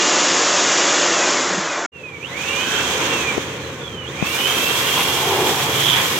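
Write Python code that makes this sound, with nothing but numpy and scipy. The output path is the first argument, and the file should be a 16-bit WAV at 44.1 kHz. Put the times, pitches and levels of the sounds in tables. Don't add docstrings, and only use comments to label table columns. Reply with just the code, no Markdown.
import sys
import numpy as np
from scipy import signal
from scipy.fft import rfft, irfft, next_fast_len
from scipy.io import wavfile
from scipy.ndimage import uniform_filter1d

SR = 44100
rng = np.random.default_rng(int(sys.argv[2]) if len(sys.argv) > 2 else 0)


def unload_wav(signal):
    wavfile.write(
        sys.argv[1],
        SR,
        np.round(np.clip(np.atleast_2d(signal).T, -1, 1) * 32767).astype(np.int16),
    )


N = 272979
TIME = np.arange(N) / SR
FFT_SIZE = next_fast_len(N + SR // 10, True)
HZ = np.maximum(np.fft.rfftfreq(FFT_SIZE, 1 / SR), 1)


def from_db(db):
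    return 10 ** (np.asarray(db) / 20)


def unit_rms(x):
    return x / np.sqrt(np.mean(x ** 2) + 1e-20)


def in_time(rows):
    times, *columns = np.transpose(rows)
    return np.array([np.interp(TIME, times, column) for column in columns])


def in_hz(rows):
    hz, *columns = np.transpose(rows)
    return np.array([np.interp(np.log(HZ), np.log(hz), column) for column in columns])


def ramp(start_s, length_s):
    return np.clip((TIME - start_s) / length_s, 0, 1)


def colour(x, gain):
    return irfft(rfft(x, FFT_SIZE) * gain, FFT_SIZE)[..., :N]


def drift(rate_hz):
    return unit_rms(colour(rng.standard_normal(N), 1 / (1 + (HZ / rate_hz) ** 2)))


def resonance(hz, half_width_hz):
    return 1 / (1 + ((HZ / hz - hz / HZ) * hz / (2 * half_width_hz)) ** 2)


def lift_bands(x, bands):
    return colour(x, 1 + sum(from_db(db) * resonance(hz, half_width) for hz, half_width, db in bands))


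def pan(x, right_db):
    return x * from_db(np.array([[-.5], [.5]]) * right_db)


def turbulence(gain, likeness, gust_db):
    mid, side = rfft(rng.standard_normal((2, FFT_SIZE)))
    pair = np.sqrt(1 + likeness) * mid + np.sqrt(1 - likeness) * side * [[1], [-1]]
    flow = unit_rms(irfft(pair * gain, FFT_SIZE)[:, :N])
    return flow * from_db(gust_db * drift(rate_hz=18))


def rotor_tone(turns, order, rough, width_hz):
    smear = (drift(width_hz) + 1j * drift(width_hz)) / np.sqrt(2)
    line = (np.sqrt(1 - rough) + np.sqrt(rough) * smear) * np.exp(2j * np.pi * order * turns)
    return unit_rms(np.real(line) * from_db(1.2 * drift(9.2)))


def rotor():
    # time_s, turns_per_s
    speed_curve = [(0.0, 282.8), (0.6, 286.2), (1.1, 285.2), (1.2, 257.8), (1.33, 229.5), (1.5, 190.0),
                   (1.7, 158.8), (1.86, 139.2), (1.92, 117.8), (2.0, 110.2), (2.1, 100.8), (2.19, 92.5),
                   (2.225, 99.5), (2.26, 125.0), (2.3, 154.8), (2.38, 195.2), (2.5, 231.0), (2.65, 255.8),
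                   (2.85, 269.8), (3.08, 276.8), (3.15, 272.2), (3.35, 223.0), (3.55, 185.0), (3.8, 148.2),
                   (3.93, 132.0), (4.055, 119.0), (4.12, 163.0), (4.2, 198.2), (4.3, 229.2), (4.5, 260.5),
                   (4.8, 274.8), (5.2, 279.5), (6.19, 282.0)]
    speed = in_time(speed_curve)[0]
    return speed, np.cumsum(speed * (1 + 0.00096 * drift(12))) / SR


def impeller(turns):
    # time_s, level_db
    levels = [(0, -30), (.55, -36), (.75, -33), (1.25, -34), (1.6, -38), (1.85, -38), (1.95, -60),
              (2.4, -52), (2.52, -27), (2.72, -33), (2.85, -31), (2.95, -39), (3.08, -31), (3.2, -33),
              (3.3, -28), (3.42, -52), (4.2, -52), (4.35, -31), (4.52, -35), (4.68, -29), (4.9, -36),
              (5.45, -34), (5.7, -48), (6.15, -38)]
    return from_db(in_time(levels)[0]) * rotor_tone(turns, order=10, rough=.15, width_hz=8.3)


def near_air():
    # time_s, roar_db, hiss_db
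    levels = [(0, -20, -19), (.8, -20, -19), (1.3, -20, -20.5), (1.85, -26, -32)]
    # frequency_hz, relative_db
    roar_spectrum = [(30, -46.5), (65, -29.5), (170, -11.5), (240, -10.5), (330, 1), (410, -5), (580, -2),
                     (800, -5.5), (1130, -3), (2000, -6), (2900, -22.5), (5000, -81.5)]
    hiss_spectrum = [(1400, -33.5), (2300, -2.5), (3450, -2.5), (4300, -5), (5500, -2), (7050, 1.5),
                     (7600, -5.5), (8000, -16.5), (8600, -53), (9500, -89)]
    # pitch_hz, half_width_hz, added_db
    narrow_bands = [(576, 14, -4.5), (1070, 27, -11), (3420, 21, 0)]
    roar_db, hiss_db = in_time(levels)
    roar = from_db(roar_db) * turbulence(from_db(in_hz(roar_spectrum)), likeness=1, gust_db=0)[0]
    hiss = from_db(hiss_db) * turbulence(from_db(in_hz(hiss_spectrum)), likeness=0.9, gust_db=-0.54)[0]
    return lift_bands(roar + hiss, narrow_bands)


def walls(x):
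    # delay_s, level_db
    echoes = [(.0041, -21.5), (0.0112, -17.5), (.0236, -14)]
    return colour(x, 1 + sum(from_db(db) * np.exp(-2j * np.pi * HZ * delay) for delay, db in echoes))


def commutator(turns, sparking):
    # time_s, level_db
    levels = [(1.4, -48), (1.8, -41), (1.92, -48), (2.02, -38), (2.17, -38), (2.2, -44), (2.255, -33),
              (2.3, -47), (2.38, -57), (3.55, -58), (3.65, -49), (3.75, -54), (3.85, -41), (4.03, -38),
              (4.08, -36), (4.13, -58), (6.15, -45)]
    whine = rotor_tone(turns, order=24, rough=0.31, width_hz=47)
    sparks = rotor_tone(turns, order=24, rough=0.96, width_hz=100)
    return from_db(in_time(levels)[0]) * ((1 - sparking) * whine + sparking * sparks)


def armature(speed, turns):
    # start_s, end_s
    spans = [(0, 1.11), (2.22, 3.9), (4.06, 6.19)]
    mains_hz = 50
    in_span = sum(1. * ((TIME > start) & (TIME < end)) for start, end in spans)
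    sparking = uniform_filter1d(in_span, size=400)
    throb = 1 + 0.4 * sparking * np.cos(2 * np.pi * 2 * mains_hz * TIME)
    return throb * (commutator(turns, sparking) + slot_rasp(speed, turns))


def run_down_overtone(turns):
    # time_s, level_db
    levels = [(1.4, -52), (1.62, -38), (1.86, -37)]
    return from_db(in_time(levels)[0]) * rotor_tone(turns, order=15.8, rough=0.37, width_hz=20)


def gusts():
    # peak_s, half_length_s, pitch_hz, width_hz, level_db
    bursts = [(1.558, 0.044, 190, 30, -28.5), (2.745, 0.13, 1530, 300, -28.5),
              (4.66, .04, 12000, 3000, -35), (4.88, 0.023, 2900, 700, -26), (4.987, 0.029, 990, 400, -24.5),
              (5, 0.044, 2680, 1200, -24), (5.01, 0.034, 10900, 3000, -35), (5.394, .17, 390, 83.5, -21.5),
              (5.4, 0.3, 840, 350, -25)]
    flow = rng.standard_normal(N)
    out = np.zeros(N)
    for peak_s, half_length_s, hz, width_hz, db in bursts:
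        swell = from_db(db) * np.exp(-((TIME - peak_s) / half_length_s) ** 2)
        out += swell * unit_rms(colour(flow, resonance(hz, width_hz / 2)))
    return out


def yard_air():
    # time_s, rush_relative_db, hiss_relative_db
    jet_levels = [(1.95, -47, -55), (2.2, -39.5, -49), (2.45, -28.5, -34), (2.78, -24, -27.5),
                  (3.15, -22.5, -28), (3.55, -33, -39.5), (4.03, -38, -48.5), (4.25, -28.5, -33.5),
                  (4.5, -23.5, -29), (5, -24, -27.5), (5.7, -23.5, -28.5), (6, -20.5, -27),
                  (6.19, -24, -28.5)]
    # time_s, boom_db, panel_relative_db
    case_levels = [(1.95, -45.5, -44.5), (2.2, -42, -40), (2.5, -40, -31), (3.06, -36.5, -27),
                   (3.6, -36.5, -33.5), (4.07, -36.5, -37.5), (4.45, -39, -29), (5.15, -33, -30.5),
                   (5.9, -29, -29.5), (6.19, -36, -29.5)]
    # frequency_hz, relative_db
    rush_spectrum = [(450, -28), (660, -4.5), (800, -2), (1090, 0.5), (1300, -2.5), (1550, -1), (2000, -2),
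                     (2400, -1), (3000, -5), (4200, -16), (7000, -70)]
    panel_spectrum = [(130, -40), (185, -3), (230, -5.5), (280, -1), (310, -0.5), (380, 0.5), (460, -0.5),
                      (570, -1), (720, -25.5), (1300, -72)]
    # frequency_hz, left_db, right_db
    hiss_spectrum = [(2010, -49, -31), (2830, -47, -11.5), (3230, -12.5, -0.5), (3980, -17.5, -10),
                     (4760, -15.5, -15.5), (5830, -15, -12), (6700, -19, -13.5), (6700, -25, -14.5),
                     (7940, -21, -14), (9000, -21.5, -22), (11100, -17.5, -27), (11750, -13.5, -24.5),
                     (15500, -22.5, -24.5)]
    # frequency_hz, correlation
    port_likeness = [(100, 0.96), (450, 0.96), (750, 0.81), (1400, 0.31), (3000, 0)]
    # pitch_hz, half_width_hz, added_db
    frame_modes = [(444, 26, -13.5), (1070, 60, -12), (2380, 59, -5), (6720, 120, -4.5)]
    rush_db, hiss_db = in_time(jet_levels)
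    boom_db, panel_db = in_time(case_levels)
    likeness = in_hz(port_likeness)
    rush = from_db(rush_db - 0.5) * turbulence(from_db(in_hz(rush_spectrum)), likeness, gust_db=1.0)
    hiss = from_db(hiss_db + 5.5) * turbulence(from_db(in_hz(hiss_spectrum)), likeness, gust_db=1.07)
    panels = from_db(panel_db - 0.5) * turbulence(from_db(in_hz(panel_spectrum)), likeness, gust_db=1.2)
    boom = from_db(boom_db) * cavity(likeness)
    air = lift_bands(rush + panels + under_finger(hiss), frame_modes) + boom
    lag_s = np.array([[.00003], [0]])
    return colour(air, np.exp(-2j * np.pi * HZ * lag_s))


def cavity(likeness):
    # pitch_hz, half_width_hz, jet_outside_db, jet_inside_db
    modes = [(78, 14, -7.5, -24), (114, 37, -8.5, -4), (138, 16, -0.5, 3.5)]
    gains = sum(resonance(hz, half_width) * from_db([[outside_db], [inside_db]])
                for hz, half_width, outside_db, inside_db in modes)
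    outside_gain, inside_gain = gains / (1 + (55 / HZ) ** 6)
    inside = ramp(start_s=4.3, length_s=0.72)
    boom = np.sqrt(1 - inside) * turbulence(outside_gain, likeness, gust_db=0)
    boom += np.sqrt(inside) * turbulence(inside_gain, likeness, gust_db=0)
    power = uniform_filter1d(np.mean(boom ** 2, axis=0), size=SR // 20)
    return unit_rms(boom / np.maximum(power, 1e-6) ** .25)


def under_finger(x):
    # frequency_hz, left_db, right_db
    covered = [(1000, 0, 8), (2500, -22, 1.5), (4000, -0.5, -3.5), (5400, -7, -3), (6170, -11, 3),
               (7500, -10, -2.5), (10000, -15.5, -3), (13000, -15, -4), (15500, -11, -6)]
    lifted = ramp(start_s=4.24, length_s=0.032)
    return lifted * x + (1 - lifted) * colour(x, from_db(in_hz(covered)))


def slot_rasp(speed, turns):
    # time_s, relative_db
    levels = [(2.24, -70), (2.33, -31.5), (2.42, -26.5), (2.56, -27), (2.8, -30.5), (3.1, -43), (4.05, -68),
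              (4.13, -41), (4.22, -27), (4.32, -31.5), (4.46, -21), (4.65, -31), (5.1, -28), (5.55, -36.5),
              (5.92, -15), (6.15, -44)]
    slots = 12
    broken = (speed / speed.max()) ** 14
    tone = np.sqrt(1 - broken) * rotor_tone(turns, order=slots, rough=0.85, width_hz=66)
    rasp = np.sqrt(broken) * rotor_tone(turns, order=slots - .4, rough=1, width_hz=230)
    return from_db(in_time(levels)[0] - 3.5) * (tone + rasp)


def finger_thumps():
    # start_s, level_db, pitch_hz, t60_s
    touches = [(3.3781, -0.5, 300, .012), (3.3812, 1.5, 510, 0.0058), (4.2249, -3.5, 187, 0.037),
               (4.2257, 3, 654, 0.0034)]
    pressure = np.zeros(N)
    for start_s, db, hz, t60_s in touches:
        age = np.maximum(TIME - start_s, 0)
        envelope = from_db(db - 60 * np.minimum(age / t60_s, 10))
        pressure -= envelope * np.sin(2 * np.pi * hz * age)
    low_cut = signal.butter(2, 110, "high", fs=SR, output="sos")
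    return signal.sosfilt(low_cut, pressure) * from_db([[0], [-24]])


def scene():
    speed, turns = rotor()
    blades = impeller(turns)
    overtone = run_down_overtone(turns)
    motor = armature(speed, turns)
    near = walls(near_air()) + blades + overtone + motor
    yard = walls(yard_air()) + pan(blades, right_db=9.5) + pan(motor, right_db=12.5)
    near *= 1 - ramp(start_s=1.86, length_s=0.0023)
    yard *= ramp(start_s=1.918, length_s=.045)
    return near + yard + gusts() + finger_thumps()


def record(dry):
    cutoff_hz, hz_per_db = 15850, 4
    return colour(dry, from_db(-np.clip((HZ - cutoff_hz) / hz_per_db, 0, 100)))


dry = scene()
out = record(dry)
unload_wav(out)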